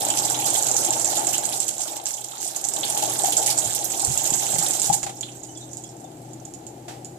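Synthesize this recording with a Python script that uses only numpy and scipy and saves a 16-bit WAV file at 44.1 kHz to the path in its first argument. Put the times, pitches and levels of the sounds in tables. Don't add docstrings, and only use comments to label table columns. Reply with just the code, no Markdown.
import sys
import numpy as np
from scipy import signal
from scipy.fft import rfft, irfft, next_fast_len
from scipy.io import wavfile

SR = 44100
rng = np.random.default_rng(int(sys.argv[2]) if len(sys.argv) > 2 else 0)


def to_wav(s):
    ch = np.atleast_2d(s).T
    pcm = np.round(np.clip(ch, -1, 1) * 32767)
    wavfile.write(sys.argv[1], SR, pcm.astype(np.int16))


N = 316902
TIME = np.arange(N) / SR

# start_s, level_db
WATER_CURVE = [(0, 2), (1.2, 1.5), (1.55, -2.5), (1.73, -7.5), (1.92, -4.5), (2.22, -11.5), (2.62, -6),
               (3.0, 1), (3.5, 0), (3.85, -1), (4.1, 0.5), (4.65, 3), (4.92, -4)]
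# start_s, level_db, length_s
HANDFULS = [(0.17, -21, 0.04), (0.458, -24.5, 0.057), (0.538, -23, 0.046), (0.768, -23.5, 0.023),
            (0.924, -20, 0.023), (1.096, -25, 0.033), (1.153, -21, 0.033), (1.327, -21.5, 0.037),
            (1.525, -28.5, 0.065), (1.604, -29.5, 0.056), (1.677, -23.5, 0.02), (1.802, -28.5, 0.053),
            (1.962, -29, 0.015), (2.054, -26, 0.071), (2.24, -30, 0.018), (2.405, -31, 0.12),
            (2.556, -30.5, 0.02), (2.641, -25, 0.016), (2.899, -26.5, 0.021), (2.974, -26.5, 0.035),
            (3.023, -23.5, 0.022), (3.245, -24.5, 0.058), (3.321, -18.5, .02), (3.365, -25, .03),
            (3.461, -20, 0.047), (3.499, -19.5, .022), (3.748, -22.5, .035), (4.257, -22.5, 0.022),
            (4.584, -23, 0.022), (4.734, -23, 0.037), (4.823, -25, 0.087), (4.926, -21, 0.032)]
# start_s, level_db
HEAVY_DROPS = [(0.051, -2), (0.1030, 1), (0.464, -7), (0.3002, -2), (0.5435, -5), (0.6257, -1),
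               (0.6681, -4), (0.7430, -4), (0.9063, 0), (0.9993, -2.5), (1.046, 2), (1.1445, -7),
               (1.174, -3), (1.27, 0), (1.3812, -1.5), (1.454, -0.5), (1.516, -12), (1.6022, 1.5),
               (1.682, -5.5), (1.7389, -15), (1.7814, -10), (2.4773, -8.5), (2.641, -2.5), (2.687, -1.5),
               (2.7372, -3), (2.8095, -8.5), (2.9503, -7), (3.3686, 2), (3.4281, -2), (3.578, -0.5),
               (3.7334, -3.5), (3.9962, -3), (4.0489, 3), (4.176, 1), (4.2423, -4.5), (4.305, -2),
               (4.3465, -7), (4.709, 0.5), (4.7978, 0), (4.8179, 1.5)]
# start_s, level_db
LATE_DRIPS_AND_TICK = [(5.0303, -10), (5.209, -14), (5.434, -20.5), (5.575, -23), (5.732, -21.5),
                       (5.77, -18.5), (5.8384, -22.5), (6.333, -28.5), (6.452, -23), (6.538, -21),
                       (6.667, -22), (7.047, -20)]
# start_s, level_db, pitch_hz
BRIGHT_BUBBLES = [(0.101, -18.5, 3150), (0.233, -17, 4230), (0.345, -16.5, 3200), (0.55, -17.5, 3100),
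                  (1.339, -17, 2820), (1.529, -21, 3640), (2.177, -29.5, 3240), (2.833, -12, 3380),
                  (3.324, -17, 3230), (3.477, -21.5, 2030), (3.504, -14, 4400), (5.23, -20.5, 3350),
                  (5.285, -31.5, 2830)]
# start_s, level_db, pitch_hz
DEEP_BUBBLES = [(1.795, -28.5, 805), (2.335, -26, 1250), (3.028, -21, 785), (3.239, -18.5, 780),
                (3.282, -22.5, 750), (3.394, -17, 786), (4.03, -24.5, 930), (4.898, -15, 836),
                (6.04, -37.5, 794)]
# start_s, level_db, pitch_hz
DULL_KNOCKS = [(3.659, -25, 118), (4.075, -20.5, 85), (4.088, -19, 139), (4.319, -20, 150),
               (4.541, -22, 135), (4.585, -21, 156), (4.896, -16, 161)]
# start_s, level_db, t60_s
LIGHT_CLACKS = [(5.029, -40, 0.09), (5.064, -41.5, 0.11), (5.092, -46.5, 0.12), (6.881, -45, 0.35)]
# start_s, level_db, pitch_hz
BEAD_SQUEAKS = [(5.465, -51, 2950), (5.54, -49, 3450), (5.588, -45, 3720), (5.82, -48, 3340),
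                (6.02, -53, 3530)]
# pitch_hz, level_db (per Hz)
SPRAY_COLOUR = [(5000, -0.5), (7000, 10.5), (9000, 3.5), (11500, 3.5), (14500, 3)]
# pitch_hz, level_db (per Hz)
SPLASH_COLOUR = [(1300, 0.5), (2000, -5), (2500, -10), (3100, 2.5), (4000, 0), (5000, -6)]
# pitch_hz, level_db (per Hz)
DRUM_COLOUR = [(60, -62), (125, 0), (200, -6), (260, -14), (340, 3), (410, -13.5), (520, 6.5), (680, -4.5),
               (810, -0.5), (1150, 1)]
# pitch_hz, level_db (per Hz)
STREAM_COLOUR = [(2500, -22), (4500, -16), (6800, 11), (9000, 5), (14500, -2)]
# pitch_hz, level_db (per Hz)
SPATTER_COLOUR = [(3100, -3), (4800, -5.5), (7000, 5), (9500, 1.5), (13500, -3)]
# pitch_hz, level_db (per Hz)
ROOM_COLOUR = [(30, -6.5), (70, 0), (125, 10), (190, 6.5), (295, 10.5), (355, 14), (410, 3.5), (700, -0.5),
               (1100, -8.5), (2000, -12.5), (5000, -16.5), (14000, -16.5)]
# pitch_hz, level_db
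HUM_LINES = [(123.6, -55.5), (156, -66), (247.6, -74), (311, -62.5)]
# start_s, level_db
BACKGROUND_CURVE = [(0, 8), (1.58, 2.5), (1.75, -3), (2.3, -8), (2.9, 4), (7.19, 7)]
# pitch_hz, q (no unit), level_db
LEFT_RESONANCES = [(809, 1.67, 26), (1180, 0.88, -13.5), (6450, 0.6, 8), (13630, 0.44, -23),
                   (13800, 1.8, 2)]
# pitch_hz, q (no unit), level_db
RIGHT_RESONANCES = [(826, 13, -18), (7446, 2.33, 10)]

SPRAY_DB, SPRAY_FOLLOWS = -29, 0.98
SPLASH_DB, SPLASH_FOLLOWS = -37.5, 0.92
DRUM_DB, DRUM_FOLLOWS = -39, 0.99
WANDER_DB, WANDER_PER_S = 2.5, 35
CUP_S, CUP_LENGTH_S, CUP_DB = 2.016, 0.033, -7
GATHER_S, GATHER_DB = 0.025, -1
SHUT_S, SHUT_DB_PER_S = 4.95, 155
RUNOFF_DB, RUNOFF_DB_PER_S = -12.5, 10.5
FREE_S, FREE_RISE_S, STREAM_DB = 3.3, 0.8, -36.5
FREE_CALM_DB = -3
LUMP_GAP_S, LUMP_UNEVEN, LUMP_DB, LUMP_SPREAD_DB = 0.04, 0.8, -7, 2.1
LUMP_HZ, LUMP_OCTAVES = 8550, 0.36
SLAP_HZ, DROP_OCTAVES = 7480, 0.089
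CRACK_DB, DROP_WET_DB = -10.5, -5
DROPLETS_PER_S, DROPLETS_DB, DROPLETS_T60_S = 1500, -4, 0.033
PLINKS_PER_S, PLINK_DB, PLINK_HZ, PLINK_OCTAVES = 5, -25, 3340, 0.17
GULPS_PER_S, GULP_DB, GULP_HZ, GULP_OCTAVES = 13, -30, 808, 0.09
TRICKLE_S, TRICKLE_DB, TRICKLE_HZ, TRICKLE_OCTAVES = 0.96, -35, 7270, 0.23
THUD_DB, THUD_HZ = 1, 325
CLACK_BASIN_HZ, CLACK_BASIN_DB = 793, 9
BASIN_T60_S, BASIN_DB, KITCHEN_T60_S, KITCHEN_DB = 0.058, 0, 0.3, -1.5
CUTOFF_HZ = 14450


def running_water():
    water_db = water_level()
    splashing_db = water_db + cupping() + gathering()
    surge = surges(per_s=75, t60=0.015, steady=0.38)
    spray = grains(SPRAY_COLOUR, per_s=2600, cycles=13.0, spread_db=5.5, surge=surge, count=24)
    splash = grains(SPLASH_COLOUR, per_s=380, cycles=10.7, spread_db=3.0, surge=surge ** 0.23, count=14)
    drum = grains(DRUM_COLOUR, per_s=1800, cycles=6.3, spread_db=1.5, surge=surge ** 0.26, count=18)
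    spray_gain = from_db(SPRAY_DB + SPRAY_FOLLOWS * splashing_db)
    splash_gain = from_db(SPLASH_DB + SPLASH_FOLLOWS * splashing_db)
    drum_gain = from_db(DRUM_DB + DRUM_FOLLOWS * water_db + FREE_CALM_DB * freed())
    return (spray_gain * high_pass(spray, hz=2960)
            + splash_gain * high_pass(splash, hz=800)
            + drum_gain * high_pass(drum, hz=67.6))


def free_stream():
    return from_db(STREAM_DB + water_level() + gathering()) * freed() * coloured(STREAM_COLOUR)


def water_level():
    since_shut = np.maximum(TIME - SHUT_S, 0)
    dying_db = -SHUT_DB_PER_S * since_shut
    runoff_db = RUNOFF_DB - RUNOFF_DB_PER_S * since_shut
    return in_time(WATER_CURVE)[0] + np.maximum(dying_db, runoff_db)


def freed():
    return np.clip((TIME - FREE_S) / FREE_RISE_S, 0, 1) * (TIME < SHUT_S + 0.1)


def cupping():
    return CUP_DB * np.exp(-((TIME - CUP_S) / CUP_LENGTH_S) ** 4)


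def gathering():
    pooled = np.zeros((1, N))
    swell = np.sqrt(np.hanning(int(GATHER_S * SR)))[None]
    for start_s, *_ in [*HANDFULS, *HEAVY_DROPS]:
        add(pooled, start_s - GATHER_S, swell)
    return GATHER_DB * np.minimum(pooled[0], 1)


def surges(per_s, t60, steady):
    lumps = (rng.random(N) < per_s / SR) * rng.uniform(0.08, 1, N)
    return rms_one(steady + signal.oaconvolve(lumps, fade(t60))[:N])


def grains(colour, per_s, cycles, spread_db, surge, count, wet_db=0):
    out = np.zeros((2, N))
    for hz in np.geomspace(colour[0][0], colour[-1][0], count):
        born = np.flatnonzero(rng.random(N) < per_s / count / SR)
        size, sign = rng.random((2, len(born)))
        size_db = spread_db * np.minimum(-np.log(1 - size), 4)
        wander_db = WANDER_DB * drift(WANDER_PER_S, born / SR)
        drops = np.zeros(N)
        drops[born] = from_db(size_db + wander_db) * np.sign(sign - 0.5)
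        rings = rms_one(signal.oaconvolve(drops * surge, ping(hz, cycles))[:N])
        band_gain = from_db(at_hz(colour, hz)) * np.sqrt(hz)
        out += band_gain * in_sink(rings, hz, wet_db)[:, :N]
    return rms_one(out)


def splats():
    pouring = np.zeros((1, N))
    for start_s, level_db, length_s in HANDFULS:
        thinning = np.sqrt(np.linspace(1, 0, int(length_s * SR) + 2))
        add(pouring, start_s, from_db(level_db) * thinning[None])
    shower = grains(SPATTER_COLOUR, per_s=1300, cycles=8.9, spread_db=3.0, surge=pouring[0], count=12,
                    wet_db=DROP_WET_DB)
    return np.sqrt(np.mean(pouring ** 2)) * shower


def drops_drips_and_tick():
    out = np.zeros((2, N))
    for start_s, level_db in HEAVY_DROPS:
        hz = SLAP_HZ * 2 ** (DROP_OCTAVES * rng.standard_normal())
        add(out, start_s, drop(level_db, hz))
    for start_s, water_db, size in while_running(LUMP_GAP_S, LUMP_UNEVEN):
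        hz = LUMP_HZ * 2 ** (LUMP_OCTAVES * rng.standard_normal())
        add(out, start_s, drop(LUMP_DB + water_db + LUMP_SPREAD_DB * size, hz))
    for start_s, level_db in LATE_DRIPS_AND_TICK:
        add(out, start_s, drop(level_db, SLAP_HZ, droplets_db=4.0, droplets_t60=0.087))
        ring = ping(6950, cycles=130, rise=0.033)
        add(out, start_s, from_db(level_db - 13) * in_sink(ring, SLAP_HZ))
    return out


def drop(level_db, hz, droplets_db=DROPLETS_DB, droplets_t60=DROPLETS_T60_S):
    hz = min(hz, CUTOFF_HZ)
    decay = fade(droplets_t60)
    chance, size = rng.random((2, len(decay)))
    droplets = (chance < DROPLETS_PER_S / SR) * (size - 0.5) * decay
    spatter = np.convolve(droplets, ping(np.sqrt(hz * SLAP_HZ), cycles=3.3, swell=0.35))
    hit = from_db(droplets_db) * energy_one(high_pass(spatter, hz=2640))
    slap = energy_one(ping(hz, cycles=14.6, swell=7.9))
    hit[:len(slap)] += slap[:len(hit)]
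    hit[0] += from_db(CRACK_DB)
    return from_db(level_db) * in_sink(high_pass(hit, hz=1500), hz, wet_db=DROP_WET_DB)


def while_running(gap_s, uneven):
    times = np.cumsum(gap_s * (1 + uneven * rng.uniform(-1, 1, size=256)))
    strength_db = water_level() + cupping() + gathering() + FREE_CALM_DB * freed()
    rows = np.transpose([times, np.interp(times, TIME, strength_db), rng.standard_normal(size=256)])
    return rows[times < SHUT_S]


def bubbles():
    out = np.zeros((2, N))
    lesser_gulps = lesser_bubbles(GULPS_PER_S, GULP_DB, GULP_HZ, GULP_OCTAVES)
    for start_s, level_db, hz in [*DEEP_BUBBLES, *lesser_gulps]:
        gulp = ping(hz, cycles=12.8, rise=0.029, swell=0.57)
        add(out, start_s, from_db(level_db) * in_sink(gulp, hz))
    lesser_plinks = lesser_bubbles(PLINKS_PER_S, PLINK_DB, PLINK_HZ, PLINK_OCTAVES)
    for start_s, level_db, hz in [*BRIGHT_BUBBLES, *lesser_plinks]:
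        pop = ping(hz, cycles=2.4)
        add(out, start_s, from_db(level_db) * in_sink(pop, hz))
        for k, detune in enumerate([1, *rng.uniform(0.876, 1.29, 2)]):
            ring = ping(hz * detune, cycles=24.6, rise=0.31, swell=0.33)
            add(out, start_s + k * 0.0043, from_db(level_db - 1.9 * k) * in_sink(ring, hz))
    return out


def lesser_bubbles(per_s, level_db, hz, octaves):
    return [(start_s, level_db + water_db, hz * 2 ** (octaves * pitch))
            for start_s, water_db, pitch in while_running(1 / per_s, uneven=1)]


def draining(count=200):
    out = np.zeros((2, N))
    for when, size, pitch in zip(*rng.random((2, count)), rng.standard_normal(count)):
        hz = min(TRICKLE_HZ * 2 ** (TRICKLE_OCTAVES * pitch), CUTOFF_HZ)
        level_db = TRICKLE_DB - 11.6 * size - 4 * when
        bubble = from_db(level_db) * ping(hz, cycles=55, rise=0.04)
        add(out, SHUT_S + TRICKLE_S * when, in_sink(bubble, hz))
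    return out


def handling():
    out = np.zeros((2, N))
    for start_s, level_db, hz in DULL_KNOCKS:
        low_mode = in_sink(ping(hz, cycles=12.7, swell=1.0), hz, wet_db=-4.5)
        overtone = in_sink(ping(hz * 1.26, cycles=10.7, swell=0.9), hz, wet_db=-1.5)
        thud = in_sink(ping(THUD_HZ, cycles=2.3), THUD_HZ)
        add(out, start_s, from_db(level_db) * low_mode)
        add(out, start_s, from_db(level_db - 8.0) * overtone)
        add(out, start_s, from_db(level_db + THUD_DB) * thud)
    dull = signal.butter(1, 4200, fs=SR, output="sos")
    for start_s, level_db, t60_s in LIGHT_CLACKS:
        scatter = rms_one(signal.sosfilt(dull, echoes(t60_s, alike=0.22)))
        basin_ring = in_sink(ping(CLACK_BASIN_HZ, cycles=14), CLACK_BASIN_HZ)
        add(out, start_s, from_db(level_db) * scatter)
        add(out, start_s, from_db(level_db + CLACK_BASIN_DB) * basin_ring)
    return out


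def squeaks(length_s=0.06):
    out = np.zeros((2, N))
    swell = np.hanning(int(length_s * SR)) ** 2
    for start_s, level_db, hz in BEAD_SQUEAKS:
        pitch_hz = hz * (1 + 0.031 * drift(251)[:len(swell)])
        tone = swell * np.sin(2 * np.pi * np.cumsum(pitch_hz) / SR)
        add(out, start_s, from_db(level_db) * in_sink(tone, hz))
    return out


def background():
    rush = from_db(-51.0) * coloured(ROOM_COLOUR)
    hum = 0
    for line_hz, level_db in HUM_LINES:
        waver_db = 2.5 * drift(9)
        waver_phase = 0.8 * drift(8)
        line = np.sqrt(2) * np.sin(2 * np.pi * line_hz * TIME + waver_phase)
        hum = hum + from_db(level_db + waver_db) * line
    return from_db(in_time(BACKGROUND_CURVE)[0]) * (rush + from_db(1.0) * hum)


def coloured(spectrum):
    size = next_fast_len(N, True)
    hz = np.maximum(np.arange(size // 2 + 1) * SR / size, 1)
    alike = np.clip(1.15 / (1 + (hz / 800) ** 2), 0, 1)
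    mid, side = rfft(rng.standard_normal((2, size))) * from_db(at_hz(spectrum, hz))
    both = np.sqrt(1 + alike) * mid + np.sqrt(1 - alike) * side * [[1], [-1]]
    return rms_one(irfft(both, size)[:, :N])


def in_sink(x, hz, wet_db=0):
    alike = np.clip(0.44 / (1 + (hz / 650) ** 2), 0, 1)
    paths = np.zeros((2, SR // 6), "float32")
    add(paths, 0, from_db(BASIN_DB + wet_db) * echoes(BASIN_T60_S, alike))
    add(paths, 0, from_db(KITCHEN_DB + wet_db) * echoes(KITCHEN_T60_S, alike))
    paths[0, rng.integers(1, 15)] += 1
    paths[1, 0] += 1
    return signal.oaconvolve(x[None].astype("float32"), paths, axes=1)


def echoes(t60, alike):
    decay = fade(t60)[:SR // 6]
    mid, side = rng.standard_normal((2, len(decay)))
    tail = (np.sqrt(1 + alike) * mid + np.sqrt(1 - alike) * side * [[1], [-1]]) * decay
    tail = tail * np.minimum(TIME[:len(decay)] / 0.001, 1)
    return rms_one(tail) / np.sqrt(len(decay))


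def ping(hz, cycles, rise=0., swell=0.45):
    decay = fade(cycles / hz)
    turns = np.cumsum(hz * (1 + rise * np.linspace(0, 1, len(decay)))) / SR
    return decay * (1 - np.exp(-turns / swell)) * np.sin(2 * np.pi * turns)


def fade(t60):
    return from_db(-60 * np.arange(int(t60 * SR) + 2) / (t60 * SR))


def drift(rate, when=TIME):
    return np.interp(when * rate, np.arange(4096), rng.standard_normal(4096))


def high_pass(x, hz):
    return signal.sosfilt(signal.butter(2, hz, "high", fs=SR, output="sos"), x)


def add(out, start_s, sound):
    start = max(int(start_s * SR), 0)
    out[:, start:start + sound.shape[1]] += sound[:, :N - start]


def from_db(db):
    return 10 ** (np.asarray(db) / 20)


def rms_one(x):
    return x / np.sqrt(np.mean(x ** 2) + 1e-20)


def energy_one(x):
    return x / np.sqrt(np.sum(x ** 2) + 1e-20)


def in_time(rows):
    start_s, *columns = np.transpose(rows)
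    return [np.interp(TIME, start_s, column) for column in columns]


def at_hz(points, hz):
    pitch_hz, level_db = np.transpose(points)
    return np.interp(np.log(hz), np.log(pitch_hz), level_db)


def scene():
    water = running_water() + free_stream() + splats() + drops_drips_and_tick() + bubbles() + draining()
    return water + handling() + squeaks() + background()


def port(x, resonances):
    for hz, q, gain_db in resonances:
        w = 2 * np.pi * min(hz, 0.45 * SR) / SR
        g = from_db(gain_db / 2)
        width = np.sin(w) / (2 * q)
        top = [1 + width * g, -2 * np.cos(w), 1 - width * g]
        bottom = [1 + width / g, -2 * np.cos(w), 1 - width / g]
        x = signal.lfilter(top, bottom, x)
    return x


def record(dry):
    ports = np.array([port(dry[0], LEFT_RESONANCES), port(dry[1], RIGHT_RESONANCES)])
    heard = np.tanh(ports)
    return signal.sosfilt(signal.ellip(10, 0.3, 75, CUTOFF_HZ, fs=SR, output="sos"), heard)


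dry = scene()
out = record(dry)
to_wav(out)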